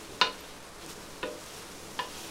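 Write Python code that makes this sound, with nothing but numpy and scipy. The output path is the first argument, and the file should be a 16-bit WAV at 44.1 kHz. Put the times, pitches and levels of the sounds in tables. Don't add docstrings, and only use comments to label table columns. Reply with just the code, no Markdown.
import sys
import numpy as np
from scipy import signal
from scipy.fft import rfft, irfft
from scipy.io import wavfile

SR = 44100
rng = np.random.default_rng(int(sys.argv[2]) if len(sys.argv) > 2 else 0)


def transcribe(signal):
    frames = np.atleast_2d(signal).T
    limited = np.clip(frames, -1, 1)
    pcm = np.round(limited * 32767).astype(np.int16)
    wavfile.write(sys.argv[1], SR, pcm)


N = 101429
T = np.arange(N) / SR

# freq_hz, relative_level_db
RUSTLE_SPECTRUM = [(500, -3), (2000, -20.5), (3800, -13.5), (5500, -3.5), (8000, -8.5), (10500, -10.5),
                   (13000, -16), (16000, -20.5)]


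def amp(db):
    return 10 ** (np.asarray(db) / 20)


def unit(x):
    return x / np.sqrt(np.mean(x ** 2) + 1e-20)


def read(points, hz):
    f, value = np.transpose(points)
    return np.interp(np.log(hz + 1), np.log(f + 1), value)


def dying(t, t60_s):
    return np.exp(-np.log(1000) * t / t60_s)


def add(mix, start_s, sound):
    part = mix[round(start_s * SR):][:len(sound)]
    part += sound[:len(part)]


def colour(x, points, size=4096):
    hz = abs(np.fft.fftfreq(size, 1 / SR))
    log_gain = np.log(amp(read(points, hz)))
    taps = np.fft.ifft(np.exp(np.conj(signal.hilbert(log_gain)))).real
    return signal.fftconvolve(x, taps[:size // 2])[:len(x)]


def burst(envelope):
    x = envelope * rng.choice([-1., 1.], len(envelope))
    return x / np.linalg.norm(x)


def narrow(hz, width_hz):
    f = np.fft.rfftfreq(N, 1 / SR)
    gain = 1 / (1 + (2 * (f - hz) / width_hz) ** 2)
    return unit(irfft(rfft(rng.standard_normal(N)) * gain, N))


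def grains(points):
    clicks_per_s, spread_db, flicker_db = 7000, 2.5, 1.0
    size_db = spread_db * np.minimum(rng.exponential(1, N), 4)
    size = amp(size_db) * rng.choice([-1, 1], N)
    clicks = size * (rng.random(N) < clicks_per_s / SR)
    flicker = amp(flicker_db * narrow(0, 50))
    return unit(colour(clicks, points) * flicker)


def kitchen(x):
    # freq_hz, t60_s
    room_decay = [(200, .36), (1000, .25), (4000, .25), (8000, .2), (16000, .14)]
    hz, t, z = signal.stft(rng.standard_normal(SR // 2), SR, nperseg=256)
    decay = dying(t, read(room_decay, hz)[:, None])
    tail = signal.istft(z * decay, SR, nperseg=256)[1]
    tail *= np.minimum(T[:len(tail)] / 0.014, 1)
    return signal.fftconvolve(x, tail / np.linalg.norm(tail))[:N]


def drone():
    # freq_hz, relative_level_db
    drone_spectrum = [(20, 10), (35, -29.5), (48, -9), (75, 1), (130, -4), (190, -0.5), (245, -4.5),
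                      (320, -5), (430, 0), (700, -5.5), (1300, -7.5), (2500, -11), (16000, -97)]
    # pitch_hz, width_hz, level_db
    hums = [(47.7, 11, -65.5), (196, 37, -67.5), (284.5, 8.9, -63.5), (331.7, 13, -60), (423, 32, -61.5)]
    wash = amp(-49.5) * unit(colour(rng.standard_normal(N), drone_spectrum))
    tones = sum(amp(level_db) * narrow(hz, width_hz) for hz, width_hz, level_db in hums)
    return wash + tones


def frying():
    # freq_hz, relative_level_db
    sizzle_spectrum = [(300, -6.5), (1200, 4), (2200, -8.5), (3800, -1.5), (5800, -4), (7500, -5.5),
                       (10000, -8), (12500, -14.5), (16000, -21.5)]
    # start_s, level_db
    spits = [(0.8629, -9), (1.462, -14.5), (2.2095, -19)]
    # start_s, pitch_hz, level_db, t60_s
    whistles = [(0.405, 12100, -51.5, 0.088), (0.478, 11720, -65, .2)]
    spit_decay_s, whistle_rise_s, whistle_width_hz = 0.0008, 0.0014, 120

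    out = amp(-51) * grains(sizzle_spectrum)
    t = T[:SR // 4]
    for start_s, level_db in spits:
        spit = colour(burst(np.exp(-t / spit_decay_s)), RUSTLE_SPECTRUM)
        add(out, start_s, amp(level_db) * spit)
    for start_s, hz, level_db, t60_s in whistles:
        envelope = np.minimum(t / whistle_rise_s, 1) * dying(t, t60_s)
        add(out, start_s, amp(level_db) * envelope * narrow(hz, whistle_width_hz)[:len(t)])
    return out


def ring(modes, rise_s, free_share):
    damped_t60_s = 0.075
    t = T[:SR // 2]
    damping = free_share + (1 - free_share) * dying(t, damped_t60_s)
    shape = (1 - np.exp(-t / rise_s)) * damping
    total = np.zeros(len(t))
    for k, (hz, t60_s, level_db) in enumerate(modes):
        total += (-1) ** k * amp(level_db) * dying(t, t60_s) * np.sin(2 * np.pi * hz * t)
    return shape * total


def pan_ring(place):
    pan_hz = [978, 1018, 1405, 1461, 1748, 1808, 1860, 2467, 2863, 3109, 3640, 3715, 4034, 4576]
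    pan_t60_s = [.2, .235, .25, .25, .2, .2, .18, .2, .17, .2, .18, .2, .13, .18]
    pan_db = {"wall": [-33, -16, -34, -23.5, -29, -33, -30, -34.5, -21, -36, -22, -30, -28, -34], "floor":
              [-25, -22, -30, -24.5, -31, -27.5, -27, -34, -29, -57, -29, -43, -37, -55], "rim": [-18.5,
              -18, -33, -38, -22, -47, -25, -29.5, -21.5, -49, -59, -50, -43, -47]}
    return ring(zip(pan_hz, pan_t60_s, pan_db[place]), rise_s=0.0021, free_share=0.31)


def stirring():
    # peak_s, rise_sigma_s, fall_sigma_s, rustle_db, scrape_db, shove_db
    strokes = [(.04, 0.11, .03, -54, -53.5, -59), (.14, 0.037, 0.033, -55, -55.5, -49),
               (.42, 0.15, 0.12, -60, -52, -62), (0.848, 0.048, 0.035, -58, -52.5, -53),
               (0.906, 0.015, 0.02, -44, -50, -72), (.97, 0.016, 0.15, -53, -55, -52.5),
               (1.56, 0.21, 0.069, -52, -54.5, -64), (1.87, 0.22, 0.21, -52, -56, -52),
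               (2.23, 0.091, 0.11, -47.5, -47, -64.5)]
    # freq_hz, relative_level_db
    scrape_spectrum = [(150, -12.5), (400, -16), (750, 4), (1200, -3), (2000, -1), (2800, 4), (4200, 1),
                       (6000, -7), (16000, -19)]
    # freq_hz, relative_level_db
    shove_spectrum = [(60, -24), (140, -6), (200, 1), (250, -6.5), (310, -1.5), (450, 1.5), (650, -9.5),
                      (1200, -17.5), (4000, -56)]
    pan_share = 0.23

    rustle, scrape, shove = np.zeros((3, N))
    for peak_s, rise_s, fall_s, rustle_db, scrape_db, shove_db in strokes:
        sigma_s = np.where(T < peak_s, rise_s, fall_s)
        stroke = np.exp(-((T - peak_s) / sigma_s) ** 2 / 2)
        rustle += amp(rustle_db) * stroke
        scrape += amp(scrape_db) * stroke
        shove += amp(shove_db) * stroke
    slips = grains(scrape_spectrum)
    body = unit(signal.fftconvolve(slips, pan_ring("floor"))[:N])
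    metal = unit(slips + pan_share * body)
    return rustle * grains(RUSTLE_SPECTRUM) + scrape * metal + shove * grains(shove_spectrum)


def stand_thud(rise_s):
    stand_hz = [200, 289, 454, 497, 526, 601]
    stand_t60_s = [.2, .25, .28, .32, .2, .3]
    stand_db = [-41, -34.5, -36, -35.5, -32.5, -37]
    # freq_hz, relative_level_db
    push_spectrum = [(60, -24), (140, -6), (200, 1), (250, -6.5), (310, -1.5), (450, 1.5), (650, -9.5),
                     (1200, -17.5), (4000, -56)]
    push_db, push_decay_s = 5, 0.0094
    modes = ring(zip(stand_hz, stand_t60_s, stand_db), rise_s, free_share=1)
    push = colour(burst(np.exp(-T[:SR // 2] / push_decay_s)), push_spectrum)
    return modes + amp(push_db) * push


def wood_contact(crack_db, clatter_db, contact_hz):
    # freq_hz, relative_level_db
    crack_spectrum = [(200, -35), (1000, -5.5), (2200, -15), (3100, -6.5), (3700, -6), (4100, -5.5),
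                      (4700, -16), (6800, -24.5), (8000, -49), (16000, -43)]
    # freq_hz, relative_level_db
    clatter_spectrum = [(100, -19.5), (200, -11), (370, -12), (550, -1), (780, -9), (1150, 1), (2200, -7.5),
                        (2900, 0.5), (4300, -8.5), (5000, -9), (6800, -13.5), (8000, -20.5), (16000, -31)]
    crack_s = 0.00096
    clatter_rise_s, clatter_t60_s = 0.0011, 0.05
    t = T[:SR // 2]
    crack = colour(burst(t * np.exp(-2 * t / crack_s)), crack_spectrum)
    clatter_envelope = (1 - np.exp(-t / clatter_rise_s)) * dying(t, clatter_t60_s)
    clatter = colour(burst(clatter_envelope), clatter_spectrum)
    both = amp(20.5 + crack_db) * crack + amp(13.5 + clatter_db) * clatter
    return signal.lfilter(*signal.butter(2, contact_hz, fs=SR), both)


def knocks():
    # start_s, ring_db, crack_db, clatter_db, thud_db, thud_rise_s, contact_cutoff_hz, place
    knock_table = [(0.2134, 2, 1.5, -1, 0, .014, 7300, "wall"),
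                   (1.2296, -9.5, -12.5, -12.5, 4, 0.024, 3200, "floor"),
                   (1.9898, -6, -13.5, -8.5, -10, 0.0076, 4420, "rim")]
    # delay_s, gain
    echoes = [(.0023, 0.25), (.0049, 0.27), (.0098, .15)]
    ring_wet_db, thud_wet_db, crack_wet_db = -12, -9, -6.5

    tones, thuds, cracks = np.zeros((3, N))
    for start_s, ring_db, crack_db, clatter_db, thud_db, thud_rise_s, contact_hz, place in knock_table:
        add(tones, start_s, amp(ring_db) * pan_ring(place))
        add(thuds, start_s, amp(thud_db) * stand_thud(thud_rise_s))
        contact = wood_contact(crack_db, clatter_db, contact_hz)
        add(cracks, start_s, contact)
        for delay_s, gain in echoes:
            add(cracks, start_s + delay_s, gain * contact)
    send = amp(ring_wet_db) * tones + amp(thud_wet_db) * thuds + amp(crack_wet_db) * cracks
    return tones + thuds + cracks + kitchen(send)


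def scene():
    food_wet_db = -13
    food = stirring() + frying()
    mono = knocks() + food + amp(food_wet_db) * kitchen(food) + drone()
    return np.array([mono, mono])


def record(dry):
    edge_hz = 15850
    taps = signal.firwin(511, edge_hz, window=("kaiser", 9), fs=SR)
    return signal.oaconvolve(dry, taps[None], "same")


dry = scene()
out = record(dry)
transcribe(out)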